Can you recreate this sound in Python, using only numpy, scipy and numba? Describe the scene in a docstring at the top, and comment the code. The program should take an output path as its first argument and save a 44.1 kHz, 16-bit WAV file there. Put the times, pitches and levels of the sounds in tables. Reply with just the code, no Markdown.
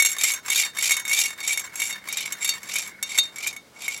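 """Bright clinks: a small steel ball bounces, then swings to and fro in a hand-held metal dish, close by.
Each pass rasps and chatters across the floor of the dish and pulls its modes out of tune; on the
sloping wall the ball growls lower. It hops and clinks over dents, and the dish rings briefly.
Behind it: the low rumble of the held dish, a quiet room and, for a while, a faint hum."""
import sys
import numpy as np
from scipy import signal
from scipy.fft import rfft, irfft
from scipy.io import wavfile
from scipy.ndimage import uniform_filter1d, map_coordinates
from numba import njit

SR = 44100
rng = np.random.default_rng(int(sys.argv[2]) if len(sys.argv) > 2 else 0)


def waveform_to_disk(signal):
    """Save audio, clipped to [-1, 1], as 16-bit WAV at the path in sys.argv[1]."""
    frames = np.transpose(np.atleast_2d(signal))
    scaled = np.clip(frames, -1, 1) * 32767
    samples = np.round(scaled).astype(np.int16)
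    wavfile.write(sys.argv[1], SR, samples)


N = 176400

# Passes of the ball. Each row: start, fastest moment and end in seconds; rasp, fizz, mode drive,
# growl and murmur at the opening turn in dB; load on the floor of the dish from 0 to 1.
BALL_PASSES = [(0.121, 0.243, 0.43, -28, -27, -26.5, -41.5, -34.5, 0.66),
               (0.414, .575, 0.73, -24.5, -26, -26, -40, -48.5, 0.95),
               (0.716, 0.863, 1.064, -25.5, -27, -26.5, -40, -53, 0.7),
               (1.014, 1.187, 1.377, -26, -24.5, -25, -45, -46, 0.59),
               (1.342, 1.487, 1.743, -33.5, -33.5, -29.5, -44, -79, 0.62),
               (1.707, 1.82, 2.023, -39.5, -32.5, -30.5, -43, -41, 0.75),
               (1.991, 2.195, 2.42, -33, -43, -38.5, -45.5, -44, 1),
               (2.362, 2.454, 2.627, -36.5, -36, -31, -45, -42, 0.27),
               (2.582, 2.777, 2.947, -31.5, -35.5, -34, -47, -58, 1),
               (2.995, 3.141, 3.34, -37.5, -40, -33.5, -55, -41.5, 0.29),
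               (3.271, 3.458, 3.61, -35, -41.5, -39.5, -55, -46, 1),
               (3.712, 3.864, 4.12, -37.5, -41.5, -38, -71, -62, 0.78)]
# Hops and bounces. Each row: time in seconds; strength for treble, lowest mode and rim modes in dB.
LANDINGS = [(0.0004, -4.5, -8, -18), (0.0228, -4, -9.5, -18), (0.0493, -6.5, -17, -14),
            (0.0595, -4, -17, -16), (0.0695, -15, -23, -27), (0.0774, -25, -25, -43),
            (0.0874, -14, -21, -49), (0.0964, -15, -40, -47), (0.1054, -18, -30, -44),
            (0.1164, -16, -45, -42), (0.1224, -19, -30, -37), (0.1295, -17.5, -27.5, -40),
            (0.1845, -16, -30, -29), (0.2214, -18.5, -25, -44), (0.2359, -4, -50, -32),
            (0.2784, -14, -47, -33), (0.3032, -23, -17, -42), (0.3184, -10, -24, -47),
            (0.3371, -10.5, -36, -34), (0.4609, -22.5, -26, -55), (0.4788, -28, -48, -55),
            (0.5018, -7.5, -13.5, -18.5), (0.5254, -10.5, -13.5, -49), (0.5581, -6, -44, -13.5),
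            (0.5754, -11, -23, -37), (0.59, -11, -38, -40), (0.6144, -13, -39, -41),
            (0.6344, -18, -18, -20), (0.6484, -16.5, -35, -26), (0.749, -31, -49, -45),
            (0.7721, -19, -31, -26), (0.7866, -14.5, -15.5, -21), (0.8255, -8, -19, -45),
            (0.8314, -17, -40, -43), (0.8634, -31, -36, -34), (0.8954, -11, -16, -22),
            (0.9084, -7, -11.5, -36), (0.9184, -5, -14.5, -15.5), (0.9672, -10.5, -13, -40),
            (0.9971, -17.5, -32, -62), (1.052, -18.5, -18, -32), (1.0789, -15, -20, -38),
            (1.0949, -14, -24, -42), (1.1134, -14, -15, -42), (1.1323, -9, -38, -16.5),
            (1.1744, -26, -29, -18.5), (1.1887, -8, -39, -34), (1.2004, -17, -43, -36),
            (1.2374, -14, -32, -46), (1.2474, -25, -17, -29), (1.4032, -26, -43, -26),
            (1.4292, -26, -19, -39), (1.4654, -28, -28, -30), (1.4765, -10.5, -41, -40),
            (1.5304, -10.5, -42, -23), (1.5748, -12.5, -18, -28.5), (1.595, -13, -32, -38),
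            (1.7564, -17.5, -29, -55), (1.8004, -12, -23, -21), (1.8188, -11.5, -14.5, -27),
            (1.9265, -20.5, -29, -28), (2.0867, -17.5, -18, -28), (2.1004, -51, -33, -35),
            (2.1266, -14, -23, -45), (2.1714, -12, -23, -22.5), (2.2062, -16.5, -24, -36),
            (2.2578, -18, -26, -49), (2.3231, -13, -26, -33.5), (2.4463, -9.5, -35, -17.5),
            (2.4753, -15, -23, -34), (2.4912, -8, -37, -14), (2.6309, -24, -23, -52),
            (2.7377, -15, -34, -42), (2.757, -12, -16.5, -24), (2.7846, -11.5, -37, -31),
            (2.8185, -21.5, -42, -50), (2.8754, -24.5, -52, -51), (3.0275, -11, -17, -23),
            (3.1774, -11, -13, -29), (3.1857, -3.5, -14.5, -11.5), (3.3595, -24.5, -29, -38),
            (3.3842, -23, -17.5, -52), (3.4261, -24, -28, -43), (3.4654, -22, -13.5, -30),
            (3.472, -10.5, -46, -33), (3.5279, -27, -30, -63), (3.5643, -25.5, -28.5, -37),
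            (3.8417, -28, -26, -52), (3.8806, -15, -14.5, -42), (3.9759, -26, -25, -61)]
# Dish modes. Each row: free pitch in Hz, free T60 in seconds, struck gain in dB, rolled gain in dB,
# scale of the pitch pull under the ball in percent.
DISH_LOW_MODES = [(2220.6, 0.11, -5.5, -2, 6.5)]
DISH_RIM_MODES = [(2764, 0.14, -15.5, -14.5, 1.8), (3682, 0.19, -5, -9.5, 2.55),
                  (4150, 0.2, -21.5, -32, 1.2), (4485, 0.16, -14, -16, 0.91)]
DISH_HIGH_MODES = [(5614, 0.068, -17.5, -11, 0.68), (6390, 0.12, -24.5, -23, 1.8),
                   (6478, 0.12, -19, -13.5, 2.9), (7482, 0.039, -9, -6, 0.94),
                   (7960, 0.032, -60, -21.5, 2.2), (9300, 0.13, -30.5, -23, .7),
                   (10780, .05, -24, -16, 0.58), (11060, 0.017, -11, -39.5, 3)]
# Longer echo paths round the dish. Each row: mean lag in seconds, lag swing in seconds, linear gain.
FAR_RIM_PATHS = [(.0021, 0.000491, 0.29), (.0037, .0004, 0.16)]
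# Noise spectra. Each row: frequency in Hz, relative density in dB.
RASP_SPECTRUM = [(100, -21), (700, -10), (1600, -37.5), (1900, -3.5), (2300, 13), (2650, 2), (3100, 4.5),
                 (4000, 4), (4900, 3), (6000, 3), (8000, -14), (16000, -34)]  # contact on the floor
FIZZ_SPECTRUM = [(100, -50), (2000, -24), (4500, -21.5), (6000, 0), (7200, 9.5), (8900, -2.5), (10800, 4),
                 (13000, -4), (16000, -17)]  # treble of the contact
GROWL_SPECTRUM = [(60, -10), (200, -8), (600, -7.5), (1050, 5.5), (1300, -1), (1600, 8), (2000, 6),
                  (2500, -5), (5000, -8), (15000, -12.5)]  # contact on the wall
MURMUR_SPECTRUM = [(100, -39), (600, -21), (1150, -20), (1500, 5), (1900, 0), (2200, 19), (2500, -20),
                   (5000, -32), (15000, -29)]  # narrow band that lasts through the turns
SPLASH_SPECTRUM = [(100, -26), (500, -31.5), (1200, -5.5), (2000, 2.5), (3000, 2.5), (5000, -12.5),
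                   (7200, 6), (8800, 1), (11000, 1), (13500, 1.5), (16000, -18)]  # dense upper modes
TICK_SPECTRUM = [(30, -45), (100, -29), (250, -17), (600, -6), (1050, 2), (1700, 1), (2500, -1), (3800, -7),
                 (5000, -12), (15000, -22)]  # landing
RUMBLE_SPECTRUM = [(25, -21), (60, -7), (150, -3), (300, -4.5), (700, 2.5), (1400, 6.5), (2500, -26),
                   (8000, -30)]  # held dish
ROOM_SPECTRUM = [(20, -39), (45, -6), (100, -1.5), (180, 1), (400, -1), (1000, -7.5), (2000, -11.5),
                 (5000, -12), (16000, -24)]

RASP_EXPONENT, FIZZ_EXPONENT, DRIVE_EXPONENT = 4.27, 3.77, 2.18
GROWL_SPEED, GROWL_SPREAD, GROWL_DB, MURMUR_DB = 0.59, 0.2, 5, -2.5
CHATTER_PER_S, CHATTER_SPREAD_DB, SMOOTH_SHARE = 330, 4, 0.077
CHATTER_RISE_S, CHATTER_DECAY_S = 0.001, 0.0039
CONTACT_SLOW_HZ, CONTACT_RISE_HZ, CONTACT_T60_S, CONTACT_DB = 1530, 863, 0.036, -7.5
FLIGHT_S, FLIGHT_DB = 0.0068, -3.5
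NODE_SPREAD_DB, NODE_PER_S = 2.5, 40
PULL_MEAN, PULL_WANDER, PULL_PER_S = 0.38, 0.78, 45
ROLL_DAMPING, BLOW_DAMPING, BLOW_PULL, BLOW_SCATTER_DB = 2.1, 0.4, 0.65, 3
RIM_LAG_S, RIM_SWING_S, RIM_GAIN = 0.0012, 0.000509, 0.29
SPLASH_DB, SPLASH_RISE_S, SPLASH_T60_S = -11.5, 0.0018, 0.038
TICK_DB, SLOW_TICK_DB, TICK_T60_S = -41, -9, 0.01
RADIATION_HZ, TOP_HZ = 880, 16000
RUMBLE_DB, ROOM_DB = -54.5, -54
HUM_DB, HUM_HZ, HUM_START_S, HUM_END_S = -62.5, 197, 1.88, 3.25


def rolling(speed, rasp, fizz, drive, growl, murmur, load):
    """The rough contact rasps and drives the modes; the ball detunes, damps and crosses their nodes."""
    force = chatter() * flight_dips()
    out = noise(RASP_SPECTRUM, force * rasp) + noise(FIZZ_SPECTRUM, force * fizz)
    out += noise(GROWL_SPECTRUM, force * undb(GROWL_DB) * growl)
    out += noise(MURMUR_SPECTRUM, force * undb(MURMUR_DB) * murmur)
    out = rim_echo(out)
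    # The ball sings on its springy contact, higher with speed.
    contact_hz = CONTACT_SLOW_HZ + CONTACT_RISE_HZ * speed
    out += rub(force * undb(CONTACT_DB) * np.hypot(rasp, growl), contact_hz, np.full(N, CONTACT_T60_S))
    for hz, t60_s, _, rolled_db, pull_pct in DISH_LOW_MODES + DISH_RIM_MODES + DISH_HIGH_MODES:
        pitch_hz = hz * (1 + pull_pct / 100 * load * (PULL_MEAN + PULL_WANDER * wander(PULL_PER_S)))
        coupling = undb(rolled_db + NODE_SPREAD_DB * wander(NODE_PER_S))
        out += rub(drive * force * coupling, pitch_hz, t60_s / (1 + ROLL_DAMPING * load))
    return out


def ball_motion():
    """Speed (0 to 1) rises and falls in each pass, setting the contact levels and the load on the dish."""
    t = np.arange(N) / SR
    speed, rasp, fizz, drive, growl, load = np.zeros((6, N))
    for start_s, fastest_s, end_s, rasp_db, fizz_db, drive_db, growl_db, _, weight in BALL_PASSES:
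        pass_speed = np.sin(np.pi / 2 * np.interp(t, [start_s, fastest_s, end_s], [0, 1, 0]))
        rasp += undb(rasp_db) * pass_speed ** RASP_EXPONENT
        fizz += undb(fizz_db) * pass_speed ** FIZZ_EXPONENT
        drive += undb(drive_db) * pass_speed ** DRIVE_EXPONENT
        on_wall = np.exp(-.5 * ((pass_speed - GROWL_SPEED) / GROWL_SPREAD) ** 2)
        growl += undb(growl_db) * np.minimum(10 * pass_speed, 1) * on_wall
        load += weight * pass_speed ** 4
        speed = np.maximum(speed, pass_speed)
    starts_s, *_, murmur_db, _ = np.array(BALL_PASSES).T
    murmur = undb(np.interp(t, starts_s, murmur_db))
    return speed, rasp, fizz, drive, growl, murmur, load


def chatter():
    """Contact force: tiny uneven hops over a smooth roll."""
    hops = (rng.random(N) < CHATTER_PER_S / SR) * undb(CHATTER_SPREAD_DB * rng.standard_normal(N))
    power = swell(fade(hops, CHATTER_DECAY_S), CHATTER_RISE_S) ** 2
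    return np.sqrt(SMOOTH_SHARE + (1 - SMOOTH_SHARE) * power / power.mean())


def flight_dips():
    """The contact weakens during the short flight before each landing."""
    t = np.arange(N) / SR
    flying = np.zeros(N)
    for landing_s, *_ in LANDINGS:
        flying[(t > landing_s - FLIGHT_S) & (t < landing_s)] = 1
    return undb(FLIGHT_DB * uniform_filter1d(flying, size=64))


def clinks(speed, load):
    """Each landing gives a splash of dense upper modes, a dull tick and the ring of the dish."""
    times_s, treble_db, low_db, rim_db = np.array(LANDINGS).T

    def blows(db):
        pulses = np.zeros(N)
        pulses[(times_s * SR).astype(int)] = undb(db)
        return pulses

    splash = fade(blows(treble_db + SPLASH_DB), SPLASH_T60_S / np.log(1000))
    splash = swell(splash, SPLASH_RISE_S)  # vibration takes a moment to spread
    out = rim_echo(noise(SPLASH_SPECTRUM, splash))
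    ticks = blows(treble_db / 2 + TICK_DB) * undb(SLOW_TICK_DB * (2 - speed))
    out += noise(TICK_SPECTRUM, fade(ticks, TICK_T60_S / np.log(1000)))
    groups = (DISH_LOW_MODES, low_db), (DISH_RIM_MODES, rim_db), (DISH_HIGH_MODES, treble_db)
    for modes, strength_db in groups:
        for hz, t60_s, struck_db, _, pull_pct in modes:
            pitch_hz = hz * (1 + BLOW_PULL * pull_pct / 100 * load * (PULL_MEAN + wander(PULL_PER_S)))
            push = blows(strength_db + struck_db + BLOW_SCATTER_DB * rng.standard_normal(len(times_s)))
            out += ring(push, pitch_hz, t60_s / (1 + BLOW_DAMPING * load))
    return out


def rim_echo(x):
    """Bending waves return from the rim sooner or later as the ball swings, so resonances sweep."""
    turns_s = np.append(np.array(BALL_PASSES)[:, 0], BALL_PASSES[-1][2])
    swings = np.interp(np.arange(N) / SR, turns_s, np.arange(len(turns_s)))
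    for k, (lag_s, swing_s, gain) in enumerate([(RIM_LAG_S, RIM_SWING_S, RIM_GAIN)] + FAR_RIM_PATHS):
        delay_s = lag_s + swing_s * np.cos(np.pi * (swings + k / 2))
        echo = map_coordinates(x, [np.arange(N) - delay_s * SR])
        x = (x + gain * echo) / np.hypot(1, gain)
    return x


def rub(envelope, hz, t60_s):
    """A resonance kept going by a rough contact, at the level of the envelope."""
    return ring(envelope * rng.standard_normal(N) * 2 * np.sqrt(np.log(1000) / (t60_s * SR)), hz, t60_s)


@njit
def ring(x, hz, t60_s):
    """One mode with moving pitch and decay."""
    y, z = np.empty(len(x)), 0j
    for i in range(len(x)):
        z = z * np.exp(complex(-np.log(1000.) / t60_s[i], 2 * np.pi * hz[i]) / SR) + x[i] + 1e-18
        y[i] = z.imag
    return y


def noise(spectrum, envelope=1):
    """Enveloped noise through a minimum-phase filter of unit power gain."""
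    hz, db = np.array(spectrum, float).T
    grid_hz = np.maximum(np.arange(4097) * SR / 8192, 1)
    cepstrum = irfft(np.log(undb(np.interp(np.log(grid_hz), np.log(hz), db))))
    cepstrum[1:] *= 2 * (np.arange(1, len(cepstrum)) < len(grid_hz))
    response = irfft(np.exp(rfft(cepstrum)))
    response /= np.sqrt(np.sum(response ** 2))
    return signal.fftconvolve(envelope * rng.standard_normal(N), response)[:N]


def fade(pulses, tau_s):
    """Envelope of pulses whose energies add and decay."""
    return np.sqrt(signal.lfilter([1], [1, -np.exp(-2 / (tau_s * SR))], pulses ** 2 + 1e-18))


def swell(envelope, tau_s):
    """Round the attacks of an envelope."""
    pole = np.exp(-1 / (tau_s * SR))
    return signal.lfilter([1 - pole], [1, -pole], envelope)


def wander(points_per_s):
    """Random curve of unit spread."""
    y = np.interp(np.arange(N) / SR * points_per_s, np.arange(N // 50), rng.standard_normal(N // 50))
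    return y / y.std()


def undb(db):
    """Decibels to gain."""
    return 10 ** (np.asarray(db) / 20)


def rumble(speed):
    """The held dish rumbles, louder as the ball speeds up."""
    return undb(RUMBLE_DB) * noise(RUMBLE_SPECTRUM, 0.24 + 1.2 * speed)


def room():
    """Steady room noise and one spell of faint, wavering hum."""
    t = np.arange(N) / SR
    air = undb(ROOM_DB) * noise(ROOM_SPECTRUM)
    gate = uniform_filter1d(1. * ((t > HUM_START_S) & (t < HUM_END_S)), size=6000)
    hum_rms = undb(HUM_DB + 2 * wander(points_per_s=2.54)) * gate
    return air + hum_rms * np.sqrt(2) * np.sin(2 * np.pi * HUM_HZ * t)


def scene():
    """Mono mix: rolling and clinks over rumble and room."""
    speed, rasp, fizz, drive, growl, murmur, load = ball_motion()
    dish = rolling(speed, rasp, fizz, drive, growl, murmur, load) + clinks(speed, load)
    # A small dish radiates little bass.
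    dish = signal.sosfilt(signal.butter(1, RADIATION_HZ, "high", fs=SR, output="sos"), dish)
    return (dish + rumble(speed) + room())[None]


def record(dry):
    """A steep low-pass cuts the top."""
    return signal.sosfilt(signal.ellip(10, .2, 80, TOP_HZ, fs=SR, output="sos"), dry)


dry = scene()
out = record(dry)
waveform_to_disk(out)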